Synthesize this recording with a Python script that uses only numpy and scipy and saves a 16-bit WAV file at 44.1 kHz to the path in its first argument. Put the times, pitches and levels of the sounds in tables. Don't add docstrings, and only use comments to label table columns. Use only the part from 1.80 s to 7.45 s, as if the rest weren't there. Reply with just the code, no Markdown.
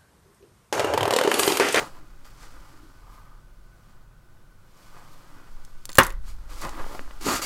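import sys
import numpy as np
from scipy import signal
from scipy.fft import rfft, irfft, next_fast_len
from scipy.io import wavfile

SR = 44100
rng = np.random.default_rng(int(sys.argv[2]) if len(sys.argv) > 2 else 0)


def voltage_ratio(decibels):
    exponent = np.asarray(decibels, float) / 20
    return 10 ** exponent


def store_wav(level_fs):
    pcm = np.round(np.clip(np.atleast_2d(level_fs), -1, 1) * 32767)
    wavfile.write(sys.argv[1], SR, pcm.T.astype(np.int16))


N = 249165

# frequency_hz, relative_density_db (per Hz)
AIR_SPECTRUM = [(26, -32), (45, 0.5), (70, -30.5), (92, 2), (146, -2), (329, -18.5), (354, -9.5),
                (400, -19), (579, -17), (777, -24), (878, -22), (1270, -23), (1470, -23.5), (1660, -28.5),
                (15900, -37.5)]
# pitch_hz, level_db, waver_t60_s
WHINE_TONES = [(1420, -77.5, 0.18), (1505, -69.5, 0.13)]
# time_s, sway_level_db, shiver_level_db (before SHIVER_TRIM_DB)
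STAND_MOTION = [(0.0, -55, -55), (0.2, -42.5, -43), (0.5, -42.5, -47.5), (1.4, -53.5, -43.5),
                (3.0, -50, -52.5), (3.62, -41.5, -51), (3.74, -29.5, -50), (4.12, -40.5, -54),
                (4.19, -51.5, -24.5), (4.44, -28.5, -25.5), (4.78, -26, -34), (5.05, -27.5, -44),
                (5.32, -33, -40.5), (5.52, -34, -39), (5.65, -38, -59)]
# time_s, desk_rub_db, paper_hiss_db
RESTING_CONTACT = [(0.0, -57, -64.5), (0.4, -62.5, -66.5), (0.74, -55.5, -59.5), (0.9, -57, -61),
                   (1.15, -62.5, -65), (1.7, -71, -73.5), (2.1, -64, -68), (2.3, -69, -81), (2.8, -68, -73),
                   (3.02, -65.5, -59.5), (3.56, -55, -62.5), (4.0, -63, -64), (4.38, -69.5, -68),
                   (4.68, -58, -63.5), (4.705, -48.5, -51), (4.81, -49, -46.5), (4.94, -49, -52.5),
                   (5.18, -49.5, -52), (5.25, -53, -57), (5.4, -55, -58), (5.65, -54, -68)]
# time_s, desk_rub_db
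HAND_GLIDE = [(1.19, -72), (1.23, -58.5), (1.31, -54), (1.43, -56.5), (1.58, -59.5), (1.64, -69.5)]
# peak_s, rise_s, fall_s, peak_drive_db, rub_pitch_hz
WOOD_SCUFFS = [(0.022, 0.12, 0.081, -30.5, 940), (0.177, 0.1, 0.056, -48.5, 1024),
               (0.451, .008, 0.11, -54.5, 1500), (0.634, 0.096, 0.092, -50.5, 1430),
               (3.0, 0.13, 0.23, -57, 1190), (3.17, 0.16, 0.37, -51, 1100),
               (4.488, 0.095, 0.085, -52.5, 1320), (4.826, 0.012, 0.11, -32.5, 1134),
               (4.856, 0.051, 0.077, -31, 1060), (5.002, 0.065, 0.065, -33, 1040),
               (5.157, 0.11, 0.041, -37, 795)]
# peak_s, rise_s, fall_s, peak_drive_db, fine_hiss_db (above the usual share)
PAPER_SWISHES = [(0.0, 0.068, .11, -39, -1.5), (0.16, 0.065, 0.082, -59.5, 2), (0.452, 0.009, 0.14, -54, 1),
                 (0.634, 0.1, 0.1, -51, -4), (1.33, 0.1, 0.25, -61, 3), (3.18, 0.059, 0.28, -65, 0),
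                 (3.335, .08, 0.11, -60.5, 2.5), (4.49, 0.0608, 0.078, -48, 0),
                 (4.822, 0.026, 0.058, -40.5, 0), (5.15, .2, .1, -50, 3)]
# peak_s, rise_s, fall_s, peak_drive_db
HOLLOW_RUMBLES = [(0.02, 0.045, 0.028, -61), (0.22, 0.074, 0.12, -51), (0.75, 0.11, 0.26, -66),
                  (1.04, .3, 0.14, -53), (3.57, 0.12, 0.084, -54.5), (4.975, 0.059, .05, -40),
                  (5.21, 0.031, 0.066, -46)]
# time_s, desk_rub_db, paper_hiss_db, hollow_rumble_db
SHEET_PUSH = [(5.4, -70, -70, -68), (5.412, -46.5, -43.5, -39), (5.44, -42.5, -41, -47),
              (5.46, -34.5, -33.5, -22), (5.486, -27, -32.5, -21.5), (5.545, -27, -32, -34),
              (5.567, -30.5, -32.5, -38), (5.614, -43.5, -44.5, -49), (5.619, -33.5, -33.5, -53),
              (5.65, -38, -32.5, -41)]
# frequency_hz, relative_density_db (per Hz)
RUB_SPECTRUM = [(240, -41.5), (400, -19), (462, -40.5), (537, -14.5), (647, -16), (826, -1.5), (1180, -2.5),
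                (1370, 16.5), (1620, 0), (2180, -3), (3000, -14.5), (3900, -49.5), (6600, -120)]
# frequency_hz, relative_density_db (per Hz)
HISS_SPECTRUM = [(1290, -40), (2200, -2), (2450, -6.5), (2770, -10.5), (3010, -6.5), (3740, -9.5),
                 (4160, -7), (4520, -5), (5380, -7), (6790, -8), (8700, -6), (9380, -8.5), (10800, -4),
                 (13400, -8), (15900, -14.5)]
# pitch_hz, relative_level_db, t60_s
SHEET_MODES = [(2860, -6.5, 0.025), (4660, -4, 0.16), (7040, -8.5, 0.0055), (7700, -5, 0.0018),
               (9650, -7, 0.004), (11600, -13.5, .005), (13260, -7, 0.005)]
# pitch_hz, relative_level_db, t60_s (capped when struck)
METAL_MODES = [(3680, -8, .022), (4300, -6, .02), (4600, -4, .025), (5300, -8, .015), (6290, -5, .02),
               (6900, -7, .018), (7320, -1, .024), (8400, -5, .015), (10000, -2, .024), (10850, -8, .014),
               (13000, -4, .018), (15000, -7, .014), (15450, -6, .016)]
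# start_s, drive_db, brightness_hz, metal_ring_db
PENCIL_TICKS = [(0.447, -40, 3240, -20), (3.8498, -34, 5800, -15.5), (4.0545, -24, 7150, -8.5),
                (4.0911, -33, 6140, -9), (4.093, -24.5, 4110, -10.5), (4.1021, -32.5, 9970, -9.5),
                (4.118, -28, 4970, -14), (4.1304, -35, 10000, -1), (4.1462, -34, 8870, -11.5),
                (4.1544, -16, 8000, -12.5), (4.1724, -15.5, 7440, -16.5), (4.1833, -3.5, 7920, -14),
                (4.186, 5.5, 9820, -16), (4.2214, -24, 6790, -21.5), (4.233, -8, 7570, -17.5),
                (4.238, -18.5, 7640, -29.5), (4.2491, -18.5, 8400, -30), (4.2668, -14.5, 7700, -26.5),
                (4.2954, -33.5, 9000, -23.5), (4.3041, -33, 7700, -7), (4.3235, -34.5, 9130, -24.5),
                (4.815, -31, 5920, -10), (4.8496, -21, 5050, -24), (4.87, -32, 7930, -20),
                (4.893, -25.5, 5920, -15), (4.97, -37, 12000, -23)]
# pitch_hz, relative_level_db, t60_s (free ringing; shortened by contact)
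DESK_MODES = [(160, -41.5, 0.072), (222, -32, 0.038), (261, -12, 0.12), (335, -5, 0.066), (430, -15.5, .06),
              (543, -14.5, 0.064), (584, 6.5, 0.022), (725, -11.5, 0.051), (862, -9, 0.062),
              (949, -16.5, 0.15), (1022, -13.5, 0.36), (1072, -18, 0.14), (1138, -9, 0.019),
              (1233, 5, 0.033), (1408, -18, 0.029), (1633, 3, 0.02), (1831, -3, 0.03), (1977, 0, 0.061),
              (2196, -13, 0.11), (2330, -19.5, .04), (2500, -1.5, 0.07), (2850, 0, 0.045),
              (3435, -16, 0.13)]
# frequency_hz, relative_density_db (per Hz)
DESK_TAIL_SPECTRUM = [(41, -36), (70, -16), (194, -11.5), (367, -7.5), (451, -23), (619, -19.5),
                      (1040, -2.5), (1760, -8), (1930, -4), (2310, -16.5), (3990, -20), (10300, -33),
                      (15900, -29.5)]
# start_s, drive_db, contact_hz, longest_ring_t60_s, desk_ring_db
DESK_BLOWS = [(0.006, -43, 420, 0.11, -9), (4.093, -41, 2150, 0.11, 13.5), (4.1555, -28, 2500, 0.41, -4.5),
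              (4.1847, 6.5, 1280, 0.13, 2.5), (4.1865, 4, 2140, 0.25, -4), (4.1928, -6, 1750, 0.12, -13),
              (4.3051, -31.5, 2023, 0.065, -1.5), (4.9509, -31, 1970, 0.028, -17),
              (5.0646, -28.5, 674, .04, -6), (5.1935, -26.5, 1550, 0.012, 6),
              (5.278, -35, 1000, 0.032, -14), (5.3099, -40, 2500, 0.022, 7.5), (5.466, -16, 335, 0.071, 0),
              (5.484, -17, 317, 0.11, 6.5), (5.5045, -22.5, 705, 0.061, -10),
              (5.533, -20, 1220, 0.057, -2.5)]

AIR_DB, SHIVER_TRIM_DB = -58, -5
ROOM_T60_S, ROOM_SHARE_DB = 0.32, -28
WALL_CUT_HZ = 2300
FADE_DB = 20
REST_HZ, PUSH_HZ, GLIDE_HZ = 1160, 1220, 1190
REST_FOCUS_DB, SCUFF_FOCUS_DB, GLIDE_FOCUS_DB = 9.5, 14.5, 30
FINE_DB, RUMBLE_DB = -5.0, -12
HEAVY_DB = -8
HEAVY_LOW_HZ, LIGHT_LOW_HZ = 43, 180


def rms_one(x):
    return x / np.sqrt(np.mean(x ** 2) + 1e-20)


def in_time(rows):
    s, *columns = np.transpose(rows)
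    return [np.interp(np.arange(N) / SR, s, column) for column in columns]


def add(out, s, sound):
    part = out[round(s * SR):][:len(sound)]
    part += sound[:len(part)]


def band(x, low_hz, high_hz, order=2):
    edges_hz = [low_hz, min(high_hz, .45 * SR)]
    return signal.sosfilt(signal.butter(order, edges_hz, "band", fs=SR, output="sos"), x)


def drift(rate_hz):
    r = np.exp(-80 * np.pi * rate_hz / SR)
    white = rng.standard_normal(N // 40 + 2002)
    slow = signal.lfilter([1], [1, -2 * r, r * r], white)[2000:]
    return np.interp(np.arange(N) / 40, np.arange(len(slow)), rms_one(slow))


def colour(x, spectrum):
    hz, level_db = np.transpose(spectrum)
    log_hz = np.log(np.fft.rfftfreq(len(x), 1 / SR) + 1)
    gain_db = np.interp(log_hz, np.log(hz), level_db, left=-90, right=-90)
    return rms_one(irfft(rfft(x) * voltage_ratio(gain_db), len(x)))


def ring(clicks, hz, t60):
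    r, w = voltage_ratio(-60 / (max(t60, .002) * SR)), 2 * np.pi * hz / SR
    return signal.lfilter([0, np.sin(w)], [1, -2 * r * np.cos(w), r * r], clicks + 1e-18)


def struck(modes, spread_db, longest_s, count):
    hz, level_db, t60 = np.transpose(modes)[:, :, None]
    t = np.arange(count) / SR
    fade_db = -60 * t / np.minimum(t60, longest_s)
    chance_db = spread_db * rng.standard_normal(hz.shape)
    return voltage_ratio(level_db + chance_db + fade_db) * np.sin(2 * np.pi * hz * t)


def burst(count, t60):
    return rng.standard_normal(count) * voltage_ratio(-60 * np.arange(count) / SR / t60)


def grains(per_s, spread_db, smooth):
    sizes = voltage_ratio(spread_db * np.minimum(rng.exponential(1, N), 5)) * rng.choice([-1, 1], N)
    catches = sizes * (rng.random(N) < per_s / SR)
    return rms_one(catches) + smooth * rng.standard_normal(N)


def room_tone():
    air = voltage_ratio(AIR_DB + 0.35 * drift(3.0)) * colour(rng.standard_normal(N), AIR_SPECTRUM)
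    whine = 0
    for hz, level_db, t60 in WHINE_TONES:
        whine = whine + voltage_ratio(level_db) * rms_one(ring(rng.standard_normal(N), hz, t60))
    return air + whine


def stand():
    def motion(low_hz, high_hz):
        return rms_one(band(rng.standard_normal(N + SR), low_hz, high_hz)[SR:])

    sway_db, shiver_db = in_time(STAND_MOTION)
    return voltage_ratio(sway_db) * motion(5, 11.34) + voltage_ratio(shiver_db + SHIVER_TRIM_DB) * motion(24, 40.5)


def room(x):
    size = next_fast_len(N + SR)
    hz = np.fft.rfftfreq(size, 1 / SR)
    combs = 0
    for k, lag_s in enumerate(rng.uniform(0.0054, 0.02, 14)):
        loss = voltage_ratio(-60 * lag_s / ROOM_T60_S) / (1 + 1j * hz / WALL_CUT_HZ * lag_s / 0.008)
        loop = loss * np.exp(-2j * np.pi * hz * lag_s)
        combs = combs + (-1) ** k * loop / (1 - loop)
    return irfft(rfft(x, size) * combs, size)[:N]


def swells(rows):
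    s, rise_s, fall_s, peak_db = np.transpose(rows)[:4, :, None]
    late = np.arange(N) / SR - s
    return voltage_ratio(peak_db - FADE_DB * np.where(late < 0, -late / rise_s, late / fall_s)) ** 2


def pressure():
    rest, rest_hiss = voltage_ratio(np.array(in_time(RESTING_CONTACT))) ** 2
    pushing = np.arange(N) / SR > SHEET_PUSH[0][0]
    push, push_hiss, push_boom = voltage_ratio(np.array(in_time(SHEET_PUSH))) ** 2 * pushing
    scuffs, swishes = swells(WOOD_SCUFFS), swells(PAPER_SWISHES)
    scuff = scuffs.sum(axis=0)
    glide = voltage_ratio(in_time([(0, -90), *HAND_GLIDE, (N / SR, -90)])[0]) ** 2
    rub = rest + push + scuff + glide
    scuff_pitch = np.array(WOOD_SCUFFS)[:, -1] @ scuffs
    pitch_hz = (REST_HZ * rest + PUSH_HZ * push + GLIDE_HZ * glide + scuff_pitch) / rub
    focus_db = (REST_FOCUS_DB * (rest + push) + SCUFF_FOCUS_DB * scuff + GLIDE_FOCUS_DB * glide) / rub
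    hiss = rest_hiss + push_hiss + swishes.sum(axis=0)
    fine_swish = voltage_ratio(np.array(PAPER_SWISHES)[:, -1]) ** 2 @ swishes
    fine = voltage_ratio(FINE_DB) ** 2 * (rest_hiss + push_hiss + fine_swish)
    boom = voltage_ratio(RUMBLE_DB) ** 2 * rest + push_boom + swells(HOLLOW_RUMBLES).sum(axis=0)
    return pitch_hz, focus_db, *np.sqrt([rub, hiss, fine, boom])


def sliding():
    pitch_hz, focus_db, rub, hiss, fine, boom = pressure()
    catches = grains(1200, 3, smooth=0.7) * voltage_ratio(0.8 * drift(60))
    wood, power = 0, 0
    for hz, level_db, t60 in DESK_MODES[4:]:
        near = voltage_ratio(.5 * level_db - focus_db * np.abs(np.log2(hz / pitch_hz)))
        wood = wood + near * rms_one(ring(catches, hz, 0.66 * t60))
        power = power + near ** 2
    wood = wood / np.sqrt(power)
    rubbing = rub * (0.71 * wood + voltage_ratio(-.6 * focus_db) * colour(catches, RUB_SPECTRUM))

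    scrape = grains(5000, 2.3, smooth=1.0) * voltage_ratio(0.7 * drift(50))
    paper = colour(scrape, HISS_SPECTRUM)
    coarse = rms_one(band(paper, 2000, 9450))
    thin = rms_one(band(paper, 7400, 17640))
    song = sum(voltage_ratio(level_db) * rms_one(ring(scrape, hz, t60)) for hz, level_db, t60 in SHEET_MODES)
    singing = voltage_ratio(-3) * np.minimum(hiss / voltage_ratio(-30.5), 1)

    hollow = rms_one(band(catches, 215, 430, order=3))
    hollow = hollow + .9 * rms_one(band(ring(catches, 325, .045), 220, 450))
    return rubbing + hiss * (coarse + singing * song) + fine * thin + .5 * boom * hollow


def pencil():
    out = np.zeros(N)
    for s, drive_db, bright_hz, ring_db in PENCIL_TICKS:
        near_db = -5.5 * np.abs(np.log2(np.array(METAL_MODES)[:, :1] / bright_hz))
        modes = struck(METAL_MODES, 4.5, .017, count=2000)
        metal = (voltage_ratio(ring_db + near_db) * modes).sum(axis=0)
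        puff = burst(count=2000, t60=0.002) + voltage_ratio(-19) * burst(count=2000, t60=0.067)
        snap = band(puff, 0.59 * bright_hz, 1.7 * bright_hz)
        add(out, s, voltage_ratio(drive_db) * (metal + 1.05 * snap))
    return out


def blows():
    out = np.zeros(N)
    t = np.arange(12000) / SR
    for s, drive_db, contact_hz, ring_s, ring_db in DESK_BLOWS:
        cycle = np.minimum(t * contact_hz, 1)
        contact = np.sin(2 * np.pi * cycle) * np.sin(np.pi * cycle)
        modes = struck(DESK_MODES, 1.5, ring_s, count=12000).sum(axis=0)
        tail = voltage_ratio(-14.5) * colour(rng.standard_normal(12000), DESK_TAIL_SPECTRUM)
        tail *= voltage_ratio(-60 * t / ring_s) * np.minimum(t / 0.0024, 1)
        desk = band(voltage_ratio(-17.0) * modes + tail, 37, 2.0 * contact_hz, order=1)
        low_hz = HEAVY_LOW_HZ if drive_db > HEAVY_DB else LIGHT_LOW_HZ
        add(out, s, voltage_ratio(drive_db) * band(contact + voltage_ratio(ring_db) * desk, low_hz, SR / 2))
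    return out


def scene():
    hits = blows() + pencil()
    echoes = voltage_ratio(ROOM_SHARE_DB) * room(band(hits, 390, 16000))
    return (hits + echoes + sliding() + room_tone() + stand())[None]


def roll_off(x):
    return signal.sosfilt(signal.butter(12, 16080, fs=SR, output="sos"), x)


def record(dry):
    mix = np.clip(dry, -1, 1)
    return roll_off(mix)


dry = scene()
out = record(dry)
store_wav(out)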